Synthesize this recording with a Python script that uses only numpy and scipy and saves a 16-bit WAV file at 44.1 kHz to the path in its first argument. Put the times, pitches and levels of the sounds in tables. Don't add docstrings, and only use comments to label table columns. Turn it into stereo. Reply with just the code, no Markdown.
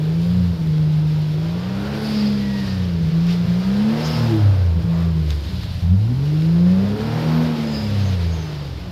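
import sys
import numpy as np
from scipy import signal
from scipy.fft import rfft, irfft, next_fast_len
from scipy.io import wavfile
from scipy.ndimage import uniform_filter1d, map_coordinates

SR = 44100
rng = np.random.default_rng(int(sys.argv[2]) if len(sys.argv) > 2 else 0)


def put_to_file(sound):
    columns = np.atleast_2d(sound).T
    safe = np.clip(columns, -1, 1)
    whole_steps = np.round(safe * 32767)
    wavfile.write(sys.argv[1], SR, whole_steps.astype(np.int16))


N = 392931
CYLINDERS, CRUISE_HZ = 6, 160
LAP_S = 5.7


def amp(db):
    return 10 ** (np.asarray(db) / 20)


def unit(x):
    return x / np.sqrt(np.mean(x ** 2) + 1e-20)


def along(points, hz):
    freqs, values = np.transpose(points)
    return np.interp(np.log(hz + 1), np.log(freqs + 1), values)


def clock():
    return np.arange(N) / SR


def curves(rows):
    times, *columns = np.transpose(rows)
    return [np.interp(clock(), times, column) for column in columns]


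def swell(middle, half):
    return np.exp(-((clock() - middle) / half) ** 2 / 2)


def held(start, end, ramp):
    t = clock()
    return np.clip((t - start) / ramp + .5, 0, 1) * np.clip((end - t) / ramp + .5, 0, 1)


def lap(start):
    return -np.cos(2 * np.pi * (clock() - start) / LAP_S)


def wobble(rate):
    points = rng.standard_normal(int(N * rate / SR) + 4)
    coarse = map_coordinates(points, [np.arange(0, N, 32) * rate / SR])
    return np.interp(np.arange(N), np.linspace(0, N, len(coarse)), coarse)


def note(angle, rough, rate):
    angle = angle + rng.uniform(0, 2 * np.pi)
    tone = (1 + rough * wobble(rate)) * np.sin(angle) + rough * wobble(rate) * np.cos(angle)
    return np.sqrt(2 / (1 + 2 * rough ** 2)) * tone


def filtered(x, response):
    size = next_fast_len(N + SR // 4)
    return irfft(rfft(x, size) * response(np.fft.rfftfreq(size, 1 / SR)), size)[..., :N]


# frequency in Hz, sides against middle in dB.
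STEREO_WIDTH = [(60, -26), (180, -16), (350, -9), (700, -8.5), (1400, -6), (2800, -4.5), (6000, -0.5),
                (12000, 1.5)]

def spread(pair, colour):
    def response(hz):
        mid_db = along(colour, hz)
        return amp([mid_db, mid_db + along(STEREO_WIDTH, hz)])
    mid, side = filtered(pair, response)
    return np.array([mid + side, mid - side]) / np.std(mid)


def rush(colour):
    return spread(rng.standard_normal((2, N)), colour)


def bursts(rows):
    out = np.zeros((2, N))
    for middle, half, hz, width, db in rows:
        band = [(hz - 2 * width, -40), (hz - width / 2, -4), (hz, 0),
                (hz + width / 2, -4), (hz + 2 * width, -40)]
        out += amp(db + 2.4 * wobble(45)) * swell(middle, half) * rush(band)
    return out


def dappled(x, depth_db):
    spectrum = signal.stft(x, nperseg=2048)[2]
    patches = uniform_filter1d(rng.standard_normal(spectrum.shape[1:]), size=2, axis=0)
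    patches = uniform_filter1d(patches, size=9, axis=1)
    patches -= uniform_filter1d(patches, size=9, axis=0)
    gains = unit(amp(depth_db * unit(patches)))
    return signal.istft(spectrum * gains, nperseg=2048)[1][:, :N]


# time in seconds, firings a second.
ENGINE_SPEED = [(0.0, 152.7), (0.38, 180.4), (0.52, 170.2), (0.71, 154.3), (1.36, 153.0), (1.98, 217),
                (2.61, 197.8), (2.85, 178.7), (3.07, 159.3), (3.3, 173.9), (3.52, 172.3), (4.02, 235.6),
                (4.26, 231.2), (4.73, 165), (5.05, 168.3), (5.46, 137.5), (5.58, 120.8), (5.7, 85.2),
                (5.9, 86.4), (6.26, 146.3), (6.66, 177.3), (7.17, 234.7), (7.45, 240.8), (7.66, 224.2),
                (8.07, 192.9), (8.2, 172.3), (8.62, 143.5), (8.91, 114)]

def four_stroke():
    cycle_hz = curves(ENGINE_SPEED)[0] / CYLINDERS
    return cycle_hz, 2 * np.pi * np.cumsum(cycle_hz) / SR


def revs():
    return curves(ENGINE_SPEED)[0] - CRUISE_HZ


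def load(climb_hz_per_s=60):
    climb = uniform_filter1d(np.gradient(revs()) * SR, size=SR // 5)
    return np.tanh(climb / climb_hz_per_s)


def clatter(angle, count=3, size=256):
    place = angle / (2 * np.pi) % 1 * size
    shares = np.array([wobble(7) for _ in range(count)])
    patterns = [np.interp(place, np.arange(size), rng.standard_normal(size), period=size)
                for _ in range(count)]
    return unit(np.sum(shares * patterns, axis=0) / np.linalg.norm(shares, axis=0))


# time in seconds, level in dB.
FIRING_LEVELS = [(0.0, -19), (0.36, -16), (0.55, -21.5), (0.8, -15), (1.42, -20), (1.98, -29.4),
                 (2.25, -15.9), (2.67, -25), (3.23, -16), (3.91, -16.5), (4.06, -30.5), (4.32, -23),
                 (4.52, -42.5), (4.88, -16), (5.19, -19.8), (5.46, -39.5), (5.81, -21), (5.92, -11.5),
                 (6.17, -20.5), (6.68, -11), (7.19, -32.5), (7.39, -19), (7.91, -27), (8.62, -28),
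                 (8.91, -51)]
# start in seconds, end in seconds, level in dB.
THROTTLE_LIFTS = [(0.334, 0.557, -22), (2.722, 2.96, -21.5), (4.2, 4.56, -18.5), (4.5, 4.8, -16),
                  (4.98, 5.458, -21.5), (6.51, 7.28, -29.5), (7.883, 8.353, -19), (8.62, 8.802, -37)]
# pitch in Hz, level in dB.
MUFFLER_LEVELS = [(40, -60.5), (56, -43), (68, -38.5), (90, -37.5), (103, -43.5), (120, -30), (142, -30.5),
                  (158, -20.5)]

def drone(cycle_hz, angle, bank_rest_db=-38):
    crank_db, twice_crank_db = along(MUFFLER_LEVELS, np.outer([2, 4], cycle_hz))
    bank = amp(bank_rest_db + 2 * wobble(3.4))
    bank += sum(amp(db) * held(start, end, ramp=.19) for start, end, db in THROTTLE_LIFTS)
    firing = amp(curves(FIRING_LEVELS)[0] + 0.46 * wobble(7.2))
    notes = firing * note(CYLINDERS * angle, rough=0.056, rate=34)
    notes += bank * amp(2 * wobble(11)) * note(3 * angle, rough=0.068, rate=15)
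    notes += amp(twice_crank_db + 1.5 * wobble(7)) * note(4 * angle, rough=0.15, rate=25)
    return notes + amp(crank_db) * note(2 * angle, rough=0.16, rate=20)


# frequency in Hz, relative level in dB.
BURBLE_COLOUR = [(20, -40.5), (35, -26), (52, -17), (68, -3.5), (90, 2.5), (122, -3), (150, -13), (178, 0),
                 (205, -15.5), (250, -30.5), (500, -64.5)]

def burble(angle, cruise_db=-34.5, db_per_hz=-0.0346, repeating=0.36):
    steady = amp(cruise_db + db_per_hz * revs())
    stumbles = sum(amp(db) * swell(middle, half=.04) for middle, _, _, db in WEAK_FIRINGS)
    uneven = rng.standard_normal((2, N)) + repeating * np.array([clatter(angle), clatter(angle)])
    return np.hypot(steady, stumbles) * spread(uneven, BURBLE_COLOUR)


# multiple of the cycle rate, relative level in dB.
EXHAUST_OVERTONES = [(7, -0.5), (8, -1), (9, 0.5), (10, -10.5), (11, -14), (13, -12.5), (14, -5), (15, -7),
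                     (16, -8), (17, -19), (18, -2.5)]
# frequency in Hz, boost in dB.
PIPE_RESONANCE = [(150, -31), (250, -5.5), (290, -1), (325, 3), (365, -0.5), (440, 2), (560, -2.5),
                  (900, -15.5)]
# frequency in Hz, relative level in dB.
GAS_COLOUR = [(30, -49), (100, -6.5), (230, 0), (320, -5), (380, -4), (450, -2), (560, -7), (750, -22),
              (1500, -47)]
# pitch in Hz, base level in dB.
OCTAVE_LEVELS = [(165, -40.5), (181, -33.5), (215, -51.5), (248, -40), (280, -47.5), (308, -42.5),
                 (335, -41.5), (365, -51.5), (425, -41), (475, -37.5)]
# start in seconds, end in seconds, extra rasp in dB, extra octave in dB.
HARD_PULLS = [(-.1, .15, 4.5, -0.5), (5.815, 6.15, 3.5, 12.5), (6.192, 7.04, 1.5, 7.5)]

def rasp(cycle_hz, angle, cruise_db=-41, db_per_hz=0.0876):
    pull_db, extra_octave_db = sum(np.outer(extra, held(start, end, ramp=0.053))
                                   for start, end, *extra in HARD_PULLS)
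    gains = [amp(db + along(PIPE_RESONANCE, k * cycle_hz) + 4 * wobble(4))
             for k, db in EXHAUST_OVERTONES]
    uneven = angle + .045 * wobble(45)
    overtones = sum(gain * note(k * uneven, rough=.6, rate=30)
                    for gain, (k, _) in zip(gains, EXHAUST_OVERTONES))
    gas = overtones / np.linalg.norm(gains, axis=0) + amp(-0.4) * rush(GAS_COLOUR)
    octave_db = along(OCTAVE_LEVELS, 2 * CYLINDERS * cycle_hz) + extra_octave_db + 2.5 * load()
    octave = amp(octave_db) * note(2 * CYLINDERS * uneven, rough=.4, rate=28)
    return amp(cruise_db + db_per_hz * revs() + pull_db) * gas + octave


# frequency in Hz, relative level in dB.
ROAR_COLOUR = [(60, -56), (250, -24), (480, -1), (620, 1.5), (760, -2), (940, -1.5), (1100, -5.5),
               (1450, -7), (2000, -11.5), (3000, -17), (6000, -40.5)]
# middle in seconds, half length in
# seconds, change in dB.
ROAR_SURGES = [(1.84, 0.086, 0.5), (2.447, 0.1, -5), (3.0, 0.17, -2.5), (4.42, 0.19, 2),
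               (4.992, 0.059, 5.5), (6.45, .25, 2), (7.297, 0.04, 0.5), (8.503, 0.18, 2.5)]

def roar(angle, cruise_db=-44, db_per_hz=0.1563, fan_db=-47, shield_db=-5.5):
    hidden = np.maximum(-lap(0.15), 0) ** 2
    intake = amp(cruise_db + db_per_hz * revs() + 1.4 * load() + shield_db * hidden)
    surge_db = sum(db * swell(middle, half) for middle, half, db in ROAR_SURGES) + .5 * wobble(14)
    throb = unit(1 + 0.088 * np.cos(2 * angle))
    growl = rng.standard_normal((2, N)) + 0.43 * np.array([clatter(angle), clatter(angle)])
    growl = dappled(spread(growl, ROAR_COLOUR), depth_db=2)
    return np.hypot(intake, amp(fan_db)) * amp(surge_db) * throb * growl


def grains(per_second, scatter_db):
    strikes = rng.random((2, N)) < per_second / SR
    return unit(strikes * rng.standard_normal((2, N)) * amp(scatter_db * rng.standard_normal((2, N))))


# frequency in Hz, relative level in dB.
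HISS_COLOUR = [(700, -10), (1500, -2.5), (2100, -2), (2900, -0.5), (4000, -0.5), (5000, -2), (5500, -7),
               (6100, -14), (7500, -24), (10000, -45)]
SPRAY_COLOUR = [(1500, -19.5), (3500, 7), (5100, 6.5), (6200, -3), (7100, -0.5), (7900, -8), (8800, -2.5),
                (10300, -8), (12200, -1.5), (14000, -8), (15600, -16.5)]
# middle in seconds, half length in seconds, change in dB.
TYRE_SLIPS = [(0.148, 0.17, 1), (1.803, 0.16, -0.5), (2.143, 0.076, 4), (2.662, 0.063, 2.5),
              (2.948, 0.048, -1.5), (3.314, 0.031, 4.5), (3.58, 0.12, 1.5), (4.123, 0.099, 5),
              (4.71, .12, -2.5), (5.308, 0.026, 5.5), (5.55, 0.21, 2.5), (5.952, 0.05, -4), (6.36, .1, 2.5),
              (8.1, 0.2, 2), (8.88, 0.15, -3.5)]

def tyres(hiss_db=-43, spray_db=-52.5, db_per_hz=0.0543):
    slip_db = sum(db * swell(middle, half) for middle, half, db in TYRE_SLIPS)
    slip_db += db_per_hz * np.maximum(revs(), 0) + 0.75 * wobble(22)
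    shear = unit(rng.standard_normal((2, N)) + 0.33 * grains(per_second=1500, scatter_db=2))
    drops = unit(rng.standard_normal((2, N)) + 0.73 * grains(per_second=2000, scatter_db=4))
    facing_db = 2.4 * lap(0.055)
    hiss = amp(hiss_db + slip_db + facing_db) * spread(shear, HISS_COLOUR)
    return hiss + amp(spray_db + slip_db) * spread(drops, SPRAY_COLOUR)


# middle and half length in seconds, pitch and
# width in Hz, level in dB.
SLUSH_THROWS = [(.393, .012, 4600, 1800, -46), (2.06, .05, 10800, 3400, -54),
                (4.062, 0.015, 5600, 2200, -41.5), (4.08, .035, 12590, 3000, -55.5),
                (5.6, 0.14, 3900, 1500, -43), (7.36, .06, 13300, 1600, -59), (7.77, .07, 6815, 1200, -52.5)]

def slush():
    return bursts(SLUSH_THROWS)


# middle and half length in seconds, share of the sound lost, added burble in dB.
WEAK_FIRINGS = [(0.57, 0.014, 0.51, -23), (0.655, 0.004, 0.48, -27.5), (3.039, 0.0022, 0.47, -21.5),
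                (3.113, 0.0072, 0.91, -33), (3.467, 0.0043, 1, -23), (3.627, 0.02, 0.64, -36),
                (4.813, 0.0039, 0.53, -18), (5.522, 0.01, 0.38, -24.5), (5.658, 0.0087, 0.36, -28),
                (5.801, 0.016, .9, -24), (6.983, 0.014, 0.72, -37), (7.57, 0.018, 0.55, -39)]

def stumbling():
    return 1 - sum(min(lost, 1) * swell(middle, half) for middle, half, lost, _ in WEAK_FIRINGS)


# start in seconds, level in dB, treble cut in dB per octave.
GRIT_HITS = [(.7816, -36, 4), (3.2685, -33.5, 4), (5.3053, -24.5, -2), (5.6336, -29.5, 4),
             (6.4213, -31.5, 6)]
# frequency in Hz, relative level in dB.
TICK_COLOUR = [(600, -23), (1400, 4), (2300, 2.5), (4000, 7.5), (5500, -0.5), (8500, -13.5), (10500, -24.5),
               (13000, -18.5), (16000, -32)]

def grit(fade_s=.015, treble_hz=3000):
    t, out = clock(), np.zeros((2, N))
    for start, db, cut in GRIT_HITS:
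        colour = [(hz, level - cut * np.log2(max(hz / treble_hz, 1))) for hz, level in TICK_COLOUR]
        fallen_db = 60 * np.clip(t - start, 0, .2) / fade_s
        out += amp(db - fallen_db) * (t >= start) * rush(colour)
    return out


# middle and half length in seconds, pitch and width in Hz, level in dB.
TREAD_SQUEAKS = [(1.9, .11, 1424, 380, -43), (2.19, 0.12, 4770, 800, -36), (2.67, 0.062, 4800, 700, -43.5),
                 (3.31, 0.041, 4700, 800, -47), (4.12, 0.085, 5096, 650, -37), (7.78, 0.07, 4970, 384, -36),
                 (8.07, 0.046, 6350, 650, -51), (8.34, 0.033, 6523, 380, -52),
                 (8.43, 0.054, 6150, 550, -52.5)]

def squeaks():
    return bursts(TREAD_SQUEAKS)


# time in seconds, pitch in Hz, level in dB.
SQUEAL_PATH = [(2.33, 1970, -64), (2.44, 1945, -45), (2.53, 1902, -40), (2.66, 1862, -44),
               (2.87, 1760, -55)]

def squeal():
    t = clock()
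    pitch, level_db = curves(SQUEAL_PATH)
    angle = 2 * np.pi * np.cumsum(pitch) / SR
    sounding = (t > SQUEAL_PATH[0][0]) & (t < SQUEAL_PATH[-1][0])
    tone = note(angle, rough=.55, rate=110) + amp(-5) * note(angle / 2, rough=.7, rate=70)
    return sounding * amp(level_db) * tone


def boom(angle, overtone=9, level_db=-18.5):
    return amp(level_db) * swell(4.345, half=.038) * note(overtone * angle, rough=.12, rate=40)


def circling(x, mean_ms=0.026, swing_ms=0.058):
    left_lead = (mean_ms + swing_ms * lap(0.29)) * SR / 1000
    return np.array([map_coordinates(ear, [np.arange(N) + side * left_lead / 2], mode="nearest")
                     for ear, side in zip(x, (1, -1))])


def trees(x, fade_s=0.96, build_s=0.059):
    t = np.arange(SR // 2) / SR
    tail = rng.standard_normal((2, len(t))) * amp(-60 * t / fade_s) * (1 - np.exp(-t / build_s))
    return signal.fftconvolve(x, tail / np.linalg.norm(tail[0]), axes=1)[:, :N]


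def scene():
    cycle_hz, angle = four_stroke()
    low_exhaust = stumbling() * (drone(cycle_hz, angle) + burble(angle))
    engine = low_exhaust + rasp(cycle_hz, angle) + boom(angle) + roar(angle)
    car = engine + dappled(tyres(), depth_db=2) + slush() + grit() + squeaks() + squeal()
    return circling(car) + amp(-19) * trees(car)


# frequency in Hz, left minus right in dB.
MIC_BALANCE = [(80, -2.45), (200, 2), (380, -0.5), (700, 1.5), (1300, 1.5), (2400, 1.5), (4600, 6.5),
               (7000, -3.5), (9000, 1), (11500, -14.5), (15000, -21.5)]

def record(dry, top_hz=15720):
    def openings(hz):
        gains = amp(np.outer([1, -1], along(MIC_BALANCE, hz)) / 2)
        return gains / np.sqrt(np.mean(gains ** 2, axis=0)) * (hz < top_hz)
    return filtered(dry, openings)


dry = scene()
out = record(dry)
put_to_file(out)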